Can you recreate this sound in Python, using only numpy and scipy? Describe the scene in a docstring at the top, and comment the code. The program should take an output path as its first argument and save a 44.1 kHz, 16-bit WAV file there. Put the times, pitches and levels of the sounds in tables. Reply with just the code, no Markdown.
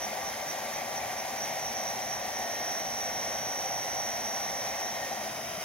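"""A small craft heat gun blows steadily in a room: turbulent air roars in the barrel and hisses at the vents.
The fan hums at multiples of the rotor speed, and the rotor rattles in a pattern four turns long.
The dry bearing squeals by friction, in chirps at first and then steadily. Near the end the gun is
lifted away from the work: the squeal stops, the roar drops in pitch and a soft bump follows.
A close two-port microphone picks it all up; near 9 kHz its ports hear the hiss in opposite phase."""
import sys
import numpy as np
from scipy import signal
from scipy.fft import rfft, irfft
from scipy.io import wavfile

SR = 44100
rng = np.random.default_rng(int(sys.argv[2]) if len(sys.argv) > 2 else 0)


def bounce(signal):
    """Save signal as a 16-bit WAV file at the path given by the first command-line argument."""
    frames = np.transpose(np.atleast_2d(signal))
    limited = np.clip(frames, -1, 1)
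    pcm = np.round(limited * 32767).astype(np.int16)
    wavfile.write(sys.argv[1], SR, pcm)


N = 248724
TIME = np.arange(N) / SR
FREQS = np.maximum(np.fft.rfftfreq(N, 1 / SR), 1)
BIND_START_S, LIFT_START_S = 1.3, 4.99   # the bearing starts to bind; the gun leaves the work

# Catches of the dry bearing. Each row: centre in seconds, relative level in dB, half length in seconds.
CATCHES = [(.047, .5, .017), (.281, 0, .018), (.509, 0, .021), (.756, -2, .013), (.973, 0, .013),
           (1.199, -1, .016), (1.43, -1, .028), (1.665, -1.5, .028), (1.79, -3, .035), (1.895, 0, .024),
           (2.02, -6, .012), (2.13, 0, .026), (2.37, -4, .022), (2.72, -3, .025), (4.87, -2, .04)]


def from_db(db):
    """Amplitude grows tenfold with every 20 dB."""
    return 10 ** (np.asarray(db) / 20)


def rms_one(x):
    """Normalisation to unit mean power."""
    return x / np.sqrt(np.mean(x ** 2) + 1e-20)


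def ramp(start_s, length_s):
    """A linear transition from 0 to 1."""
    return np.clip((TIME - start_s) / length_s, 0, 1)


def bell(centre_s, half_length_s):
    """A Gaussian envelope of height 1."""
    return np.exp(-.5 * ((TIME - centre_s) / half_length_s) ** 2)


def over_hz(points):
    """Linear interpolation over log frequency."""
    hz, value = np.transpose(points)
    return np.interp(np.log(FREQS), np.log(hz), value)


def drift(rate_hz, size=16384):
    """Random modulation: noise of rms 1, low-passed at rate_hz."""
    hz = np.fft.rfftfreq(size, N / SR / size)
    slow = irfft(rfft(rng.standard_normal(size)) / (1 + (hz / rate_hz) ** 2), size)
    return np.interp(TIME, np.linspace(0, N / SR, size), rms_one(slow))


def colour(white, spectrum, resonances=()):
    """Source and filter: a flat excitation takes on a spectral envelope with resonant peaks or dips."""
    db = over_hz(spectrum)
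    for hz, width_hz, gain_db in resonances:
        db = db + gain_db / (1 + ((FREQS - hz) / width_hz) ** 2) ** 2
    return irfft(rfft(white) * from_db(db), N) * np.sqrt(SR / 2)


def ports(direct, diffuse=None):
    """Two spaced ports hear differences of phase and level; diffuse sound lowers their coherence."""
    # Phase between the ports. Each row: frequency in Hz, lead of the left in radians.
    phase_lead = [(50, 0), (300, .1), (700, .6), (1150, 1.0), (1600, .1), (2200, 1.0), (2900, .3),
                  (4300, .8), (4900, 2.4), (5800, 1.9), (6600, 1.7), (8200, 3.14), (9700, 3.145),
                  (10500, 3.9), (11000, 4.2), (12500, 6.2)]
    # Likeness of the ports. Each row: frequency in Hz, coherence from 0 to 1.
    coherence = [(50, .99), (250, .97), (450, .8), (750, .88), (1100, .6), (1350, .15), (1900, .55),
                 (2550, .15), (3200, .5), (5000, .45), (5800, .65), (7000, .35), (7500, .9), (8200, 1),
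                 (9700, 1), (11500, .35), (12700, .98)]
    # Balance of the ports. Each row: frequency in Hz, left over right in dB.
    balance = [(50, 0), (330, 0), (600, 4), (900, 2), (1500, 3.5), (2100, 0), (3300, 2), (4000, 0),
               (4700, -3.5), (5300, -1.5), (5800, -3), (6600, -2), (7200, 0), (16000, 0)]
    left = right = rfft(direct)
    if diffuse is not None:
        alike = np.sqrt(np.clip(over_hz(coherence), 0, 1))
        common = left * np.sqrt((1 + alike) / 2)
        apart = rfft(diffuse) * np.sqrt((1 - alike) / 2)
        left, right = common + apart, common - apart
    tilt = from_db(over_hz(balance) / 2)
    lag = np.exp(-1j * over_hz(phase_lead))
    return irfft(np.array([left * tilt, right / tilt * lag]), N)


def air(spectrum, resonances=(), flutter_db=0):
    """Turbulence radiates broadband noise, here filtered and scaled to an rms near 1."""
    noise = colour(rng.standard_normal((2, N)), spectrum, resonances)
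    return ports(*rms_one(noise)) * from_db(flutter_db * drift(23))


def room_rumble():
    """Standing waves reinforce the room's low noise at its modal frequencies."""
    # Background noise. Each row: frequency in Hz, spectral density in dB.
    spectrum = [(15, -108), (28, -103), (42, -90.5), (60, -79), (100, -79.5), (170, -81.5), (260, -81.5),
                (450, -78.5), (1000, -100), (20000, -140)]
    # Room modes. Each row: frequency in Hz, width in Hz, gain in dB.
    modes = [(119.5, 6, 8), (155, 9, 8), (209.2, 8.8, 8.5), (231, 31, 8), (265, 12, 3.5)]
    return ports(*colour(rng.standard_normal((2, N)), spectrum, modes))


def handling_bump(rise_s=0.005):
    """A soft impact excites a low, damped oscillation."""
    # Thud of handling. Each row: start in seconds, level in dB, pitch in Hz, 60 dB decay time in seconds.
    touches = [(5.574, -33.5, 182, .07)]
    thud = np.zeros(N)
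    for start_s, db, hz, t60 in touches:
        age = np.maximum(TIME - start_s, 0)
        decay = from_db(db - np.minimum(60 * age / t60, 200))
        thud += decay * (1 - np.exp(-age / rise_s)) * np.sin(2 * np.pi * hz * age)
    return ports(thud)


def rotor_unbalance(turns, rms_db=-63):
    """An unbalanced rotor forces one cycle of vibration per turn."""
    return from_db(rms_db) * np.sqrt(2) * np.sin(2 * np.pi * turns)


def shaft_scrapes(turns, sharpness, lopsided, period_turns=4, size=768):
    """Periodic contact gives a line spectrum: two unequal scrapes a turn, repeating every four turns."""
    angle = 2 * np.pi * period_turns * np.arange(size) / size
    contact = np.exp(sharpness * np.cos(2 * angle) + lopsided * np.cos(angle))
    lines = rfft(contact * rng.standard_normal(size))
    cycle = irfft(lines / np.abs(lines), size * 10)   # sharp contacts spread energy evenly over all lines
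    position = np.arange(len(cycle)) / len(cycle)
    return rms_one(np.interp(turns / period_turns, position, cycle, period=1))


def housing_rattle(turns, lift):
    """The loose shaft drives the plastic housing into resonance, harder as the gun is lifted."""
    # Envelope of the rattle. Each row: frequency in Hz, relative spectral density in dB.
    spectrum = [(20, -130), (1000, -81), (3800, -92.5), (4300, -99), (5000, -84.5), (5450, -82.5),
                (6050, -84), (6600, -100), (7200, -100), (8300, -96), (9300, -85), (10800, -91.5),
                (12300, -107), (16000, -94.5)]
    # Housing modes. Each row: frequency in Hz, width in Hz, gain in dB.
    modes = [(4880, 120, 6), (8620, 170, 8), (9850, 110, 12), (10380, 140, 12), (13500, 450, 8)]
    loose_turns = turns + .001 * drift(30)
    scrapes = np.array([shaft_scrapes(loose_turns, sharpness=.26, lopsided=.2) for _ in range(2)])
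    level_db = -2.5 + 3.5 * lift + .6 * drift(19)
    return ports(*colour(scrapes, spectrum, modes)) * from_db(level_db)


def binding(grow_db=5.6, ease_db_per_s=8, ease_start_s=4.4):
    """Friction in the bearing, from 0 to 1: it sets in, grows, holds and eases."""
    growth_db = grow_db * (ramp(start_s=2.2, length_s=.6) - 1)
    easing_db = ease_db_per_s * np.maximum(TIME - ease_start_s, 0)
    return ramp(BIND_START_S, length_s=.15) * from_db(growth_db - easing_db)


def chirp_envelope(level_db=-39, drag_db=-11, drag_lead_s=.06):
    """Intermittent friction: the bearing drags faintly, catches in a short swell and lets go."""
    envelope = np.zeros(N)
    for centre_s, db, half_length_s in CATCHES:
        drag = from_db(drag_db) * bell(centre_s - drag_lead_s, half_length_s=.04)
        envelope += from_db(level_db + db) * (bell(centre_s, half_length_s) + drag)
    return envelope


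def squeal_tone(turns, bind, order=25, wobble_turns=4):
    """Modulation by an unsteady wobble splits a high rotor harmonic into fluttering sidebands."""
    unsteady = 2 - 1.3 * bind   # a light contact wavers more than a firm one
    angle = 2 * np.pi * turns
    wobble = angle / wobble_turns + .27 * unsteady * drift(14)
    # the grip throbs with the wobble, each turn and each scrape; the last two also drag the pitch
    wobble_grip = 1 - .22 * np.cos(2 * wobble) - .14 * np.cos(wobble)
    turn_grip = 1 + .3 * np.cos(angle) + .23 * np.cos(2 * angle)
    drag = .08 * (np.sin(angle) + np.sin(2 * angle))
    swing = 1.38 * (1 + .2 * unsteady * drift(26)) * np.sin(wobble)
    wander = unsteady * (.28 * drift(16) + .13 * drift(80))
    roughness = from_db(.8 * drift(72))
    return rms_one(wobble_grip * turn_grip * np.sin(order * angle + swing - drag + wander) * roughness)


def bearing_rasp(turns, steady, slipping, chirps):
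    """Dry sliding makes friction noise: always a little, and more under a squeal, slip or chirp."""
    # Band of the rasp. Each row: frequency in Hz, relative spectral density in dB.
    spectrum = [(20, -90), (4500, -30), (5250, -17), (5400, -7), (5560, -3), (5680, -4), (5820, 0),
                (5970, 3.5), (6080, -3), (6400, -16), (7500, -35), (20000, -80)]
    idle_db, steady_db, slip_db, chirp_db = -50, -14, -1, -7
    scrapes = np.array([shaft_scrapes(turns, sharpness=.4, lopsided=.5) for _ in range(2)])
    friction = scrapes + .9 * rng.standard_normal((2, N))
    rasp = ports(*rms_one(colour(friction, spectrum)))
    sliding = steady * from_db(steady_db) + slipping * from_db(slip_db)
    scraping = np.hypot(sliding, chirps * from_db(chirp_db))
    return rasp * np.hypot(scraping, from_db(idle_db))


def bearing_squeal(turns, lift, level_db=-37.7):
    """Friction-excited vibration: the bearing sings as it catches or binds, and slips in the lift."""
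    bind, chirps = binding(), chirp_envelope()
    rubbing = from_db(level_db + .7 * drift(11)) * bind
    steady = rubbing * (1 - ramp(LIFT_START_S, length_s=.1))
    slipping = (rubbing - steady) * np.sqrt(1 - lift)
    squeal = ports(np.hypot(steady, chirps) * squeal_tone(turns, bind))
    return squeal + bearing_rasp(turns, steady, slipping, chirps)


def fan_hum(speed, turns, lift, level_db=-51.5):
    """Blade tones are rotor harmonics; load shifts their levels and uneven inflow modulates them."""
    # Fan tones. Each row: multiple of rotor speed, relative level in dB, share of the swell,
    # loss in the lift in dB, level change just before an early bearing catch in dB.
    harmonics = [(5, -2.3, -0.13, 4, 6), (8, 2.8, 0.65, 8, 2), (16, -7, 0.43, 3, 4), (17, -8, .5, 9, -7)]
    swell_db_per_hz, throb_lead_s = 6, .056
    swell_db = swell_db_per_hz * (speed.mean() - speed)
    throb = sum(bell(s - throb_lead_s, half_length_s=.028) for s, _, _ in CATCHES if s < BIND_START_S)
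    tones = np.zeros(N)
    for order, db, share, loss_db, throb_db in harmonics:
        tone_db = db + share * swell_db - loss_db * lift ** 2 + throb_db * throb + 2 * drift(24)
        phase = 2 * np.pi * order * turns + .5 * drift(35) + .6 * drift(5)
        tones += from_db(tone_db) * np.sin(phase)
    return from_db(level_db) * ports(tones)


def glancing_air(floor_db=-63.5):
    """Impingement noise: the jet brushes the work in short surges over a faint steady part."""
    # Air glancing off the work. Each row: frequency in Hz, relative spectral density in dB.
    spectrum = [(20, -71), (1200, -22), (1450, -10), (1700, -22), (2000, 0), (2300, 3.5), (2600, -1.5),
                (2800, -21), (6000, -22), (20000, -75)]
    # Surges as the gun is waved. Each row: centre in seconds, level in dB, half length in seconds.
    surges = [(.12, -47.5, .025), (.8, -46.5, .03), (1.03, -45.5, .03), (1.14, -49, .035),
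              (1.23, -47.5, .03), (1.37, -48.5, .022), (1.5, -49, .03), (1.72, -48, .022), (4.71, -47, .04)]
    surging = sum(from_db(db) * bell(s, half_length_s) for s, db, half_length_s in surges)
    return np.hypot(from_db(floor_db), surging) * air(spectrum, flutter_db=.5)


def vent_hiss(lift, level_db=-39.5, lift_loss_db=1):
    """Turbulence excites the vents' air resonances; the hiss hollows out as the gun lifts and turns."""
    # Envelope of the hiss. Each row: frequency in Hz, relative spectral density in dB.
    spectrum = [(20, -45), (300, -3), (1000, -1), (1280, -1), (1500, 5), (2300, 2.2), (2750, 0.5),
                (3500, -0.5), (4300, -3.5), (6500, 2.5), (7250, -6), (7700, -2), (8500, -2), (9300, -8),
                (11000, -4), (16000, -15.2)]
    # Air resonances of the vents. Each row: frequency in Hz, width in Hz, gain in dB.
    resonances = [(382, 48, 6), (1380, 50, 3), (1630, 79, 1), (1980, 89, 5.5), (2130, 83, 8), (2290, 45, 6),
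                  (2494, 60, 4.5), (3190, 70, 4), (3784, 70, 4), (4900, 150, 5), (5920, 210, 5.5),
                  (7630, 200, 3), (8640, 200, 4), (9850, 120, 11), (10540, 190, 10), (13500, 400, 3.3),
                  (15550, 350, 4)]
    # Peaks and hollows of the turned gun. Each row: frequency in Hz, width in Hz, gain in dB.
    turned_colour = [(1690, 130, -6), (2050, 150, -2), (3000, 250, 1.8), (3550, 110, -3.5), (3830, 120, 6),
                     (4280, 400, -6.5), (5550, 450, 5), (6450, 200, -3), (7050, 250, -5),
                     (14000, 3000, -1.5)]
    turned = lift ** 2
    facing_work = np.sqrt(1 - turned) * air(spectrum, resonances, flutter_db=.65)
    facing_away = np.sqrt(turned) * air(spectrum, resonances + turned_colour, flutter_db=.65)
    return from_db(level_db - lift_loss_db * lift) * (facing_work + facing_away)


def barrel_roar(lift, working_db=-38, free_db=-41):
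    """Turbulence drives the barrel's air column; once lifted, the roar narrows to one lower resonance."""
    # Roar at the work. Each row: frequency in Hz, relative spectral density in dB.
    working_spectrum = [(20, -62), (300, -23.5), (450, -23), (520, -4.5), (620, -3.5), (690, -1), (770, 2),
                        (900, -7), (1100, -12.5), (1250, -26.5), (3000, -50), (20000, -84)]
    # Roar in free air. Each row: frequency in Hz, relative spectral density in dB.
    free_spectrum = [(20, -61), (300, -21), (480, -14), (560, -8.5), (620, 0.5), (690, 1.5), (745, -0.5),
                     (810, -8.5), (1000, -11), (1300, -16.5), (3000, -58), (20000, -83)]
    working = from_db(working_db) * np.sqrt(1 - lift) * air(working_spectrum)
    free = from_db(free_db) * np.sqrt(lift) * air(free_spectrum)
    return working + free


def scene():
    """Superposition of air, machine and room; one rotor times the hum, rattle and squeal."""
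    # Rotor speed, sagging now and then. Each row: time in seconds, speed in turns per second.
    rotor_speed = [(0.0, 233.5), (1.1, 233.6), (1.6, 233.0), (2.15, 233.1), (2.5, 231.9), (2.92, 232.7),
                   (3.2, 231.8), (3.55, 233.3), (4.45, 233.0), (4.95, 231.9), (5.64, 232.5)]
    speed = np.interp(TIME, *np.transpose(rotor_speed))
    turns = np.cumsum(speed) / SR
    lift = ramp(LIFT_START_S, length_s=.42)
    roar = barrel_roar(lift)
    hum = fan_hum(speed, turns, lift) + rotor_unbalance(turns)
    background = room_rumble() + handling_bump()
    hiss = glancing_air() + vent_hiss(lift)
    friction = housing_rattle(turns, lift) + bearing_squeal(turns, lift)
    return background + friction + hum + hiss + roar


def record(dry, cutoff_hz=15800):
    """Band limiting: a steep elliptic low-pass filter cuts the top of the treble."""
    return signal.sosfilt(signal.ellip(12, .1, 90, cutoff_hz, fs=SR, output="sos"), dry)


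dry = scene()
out = record(dry)
bounce(out)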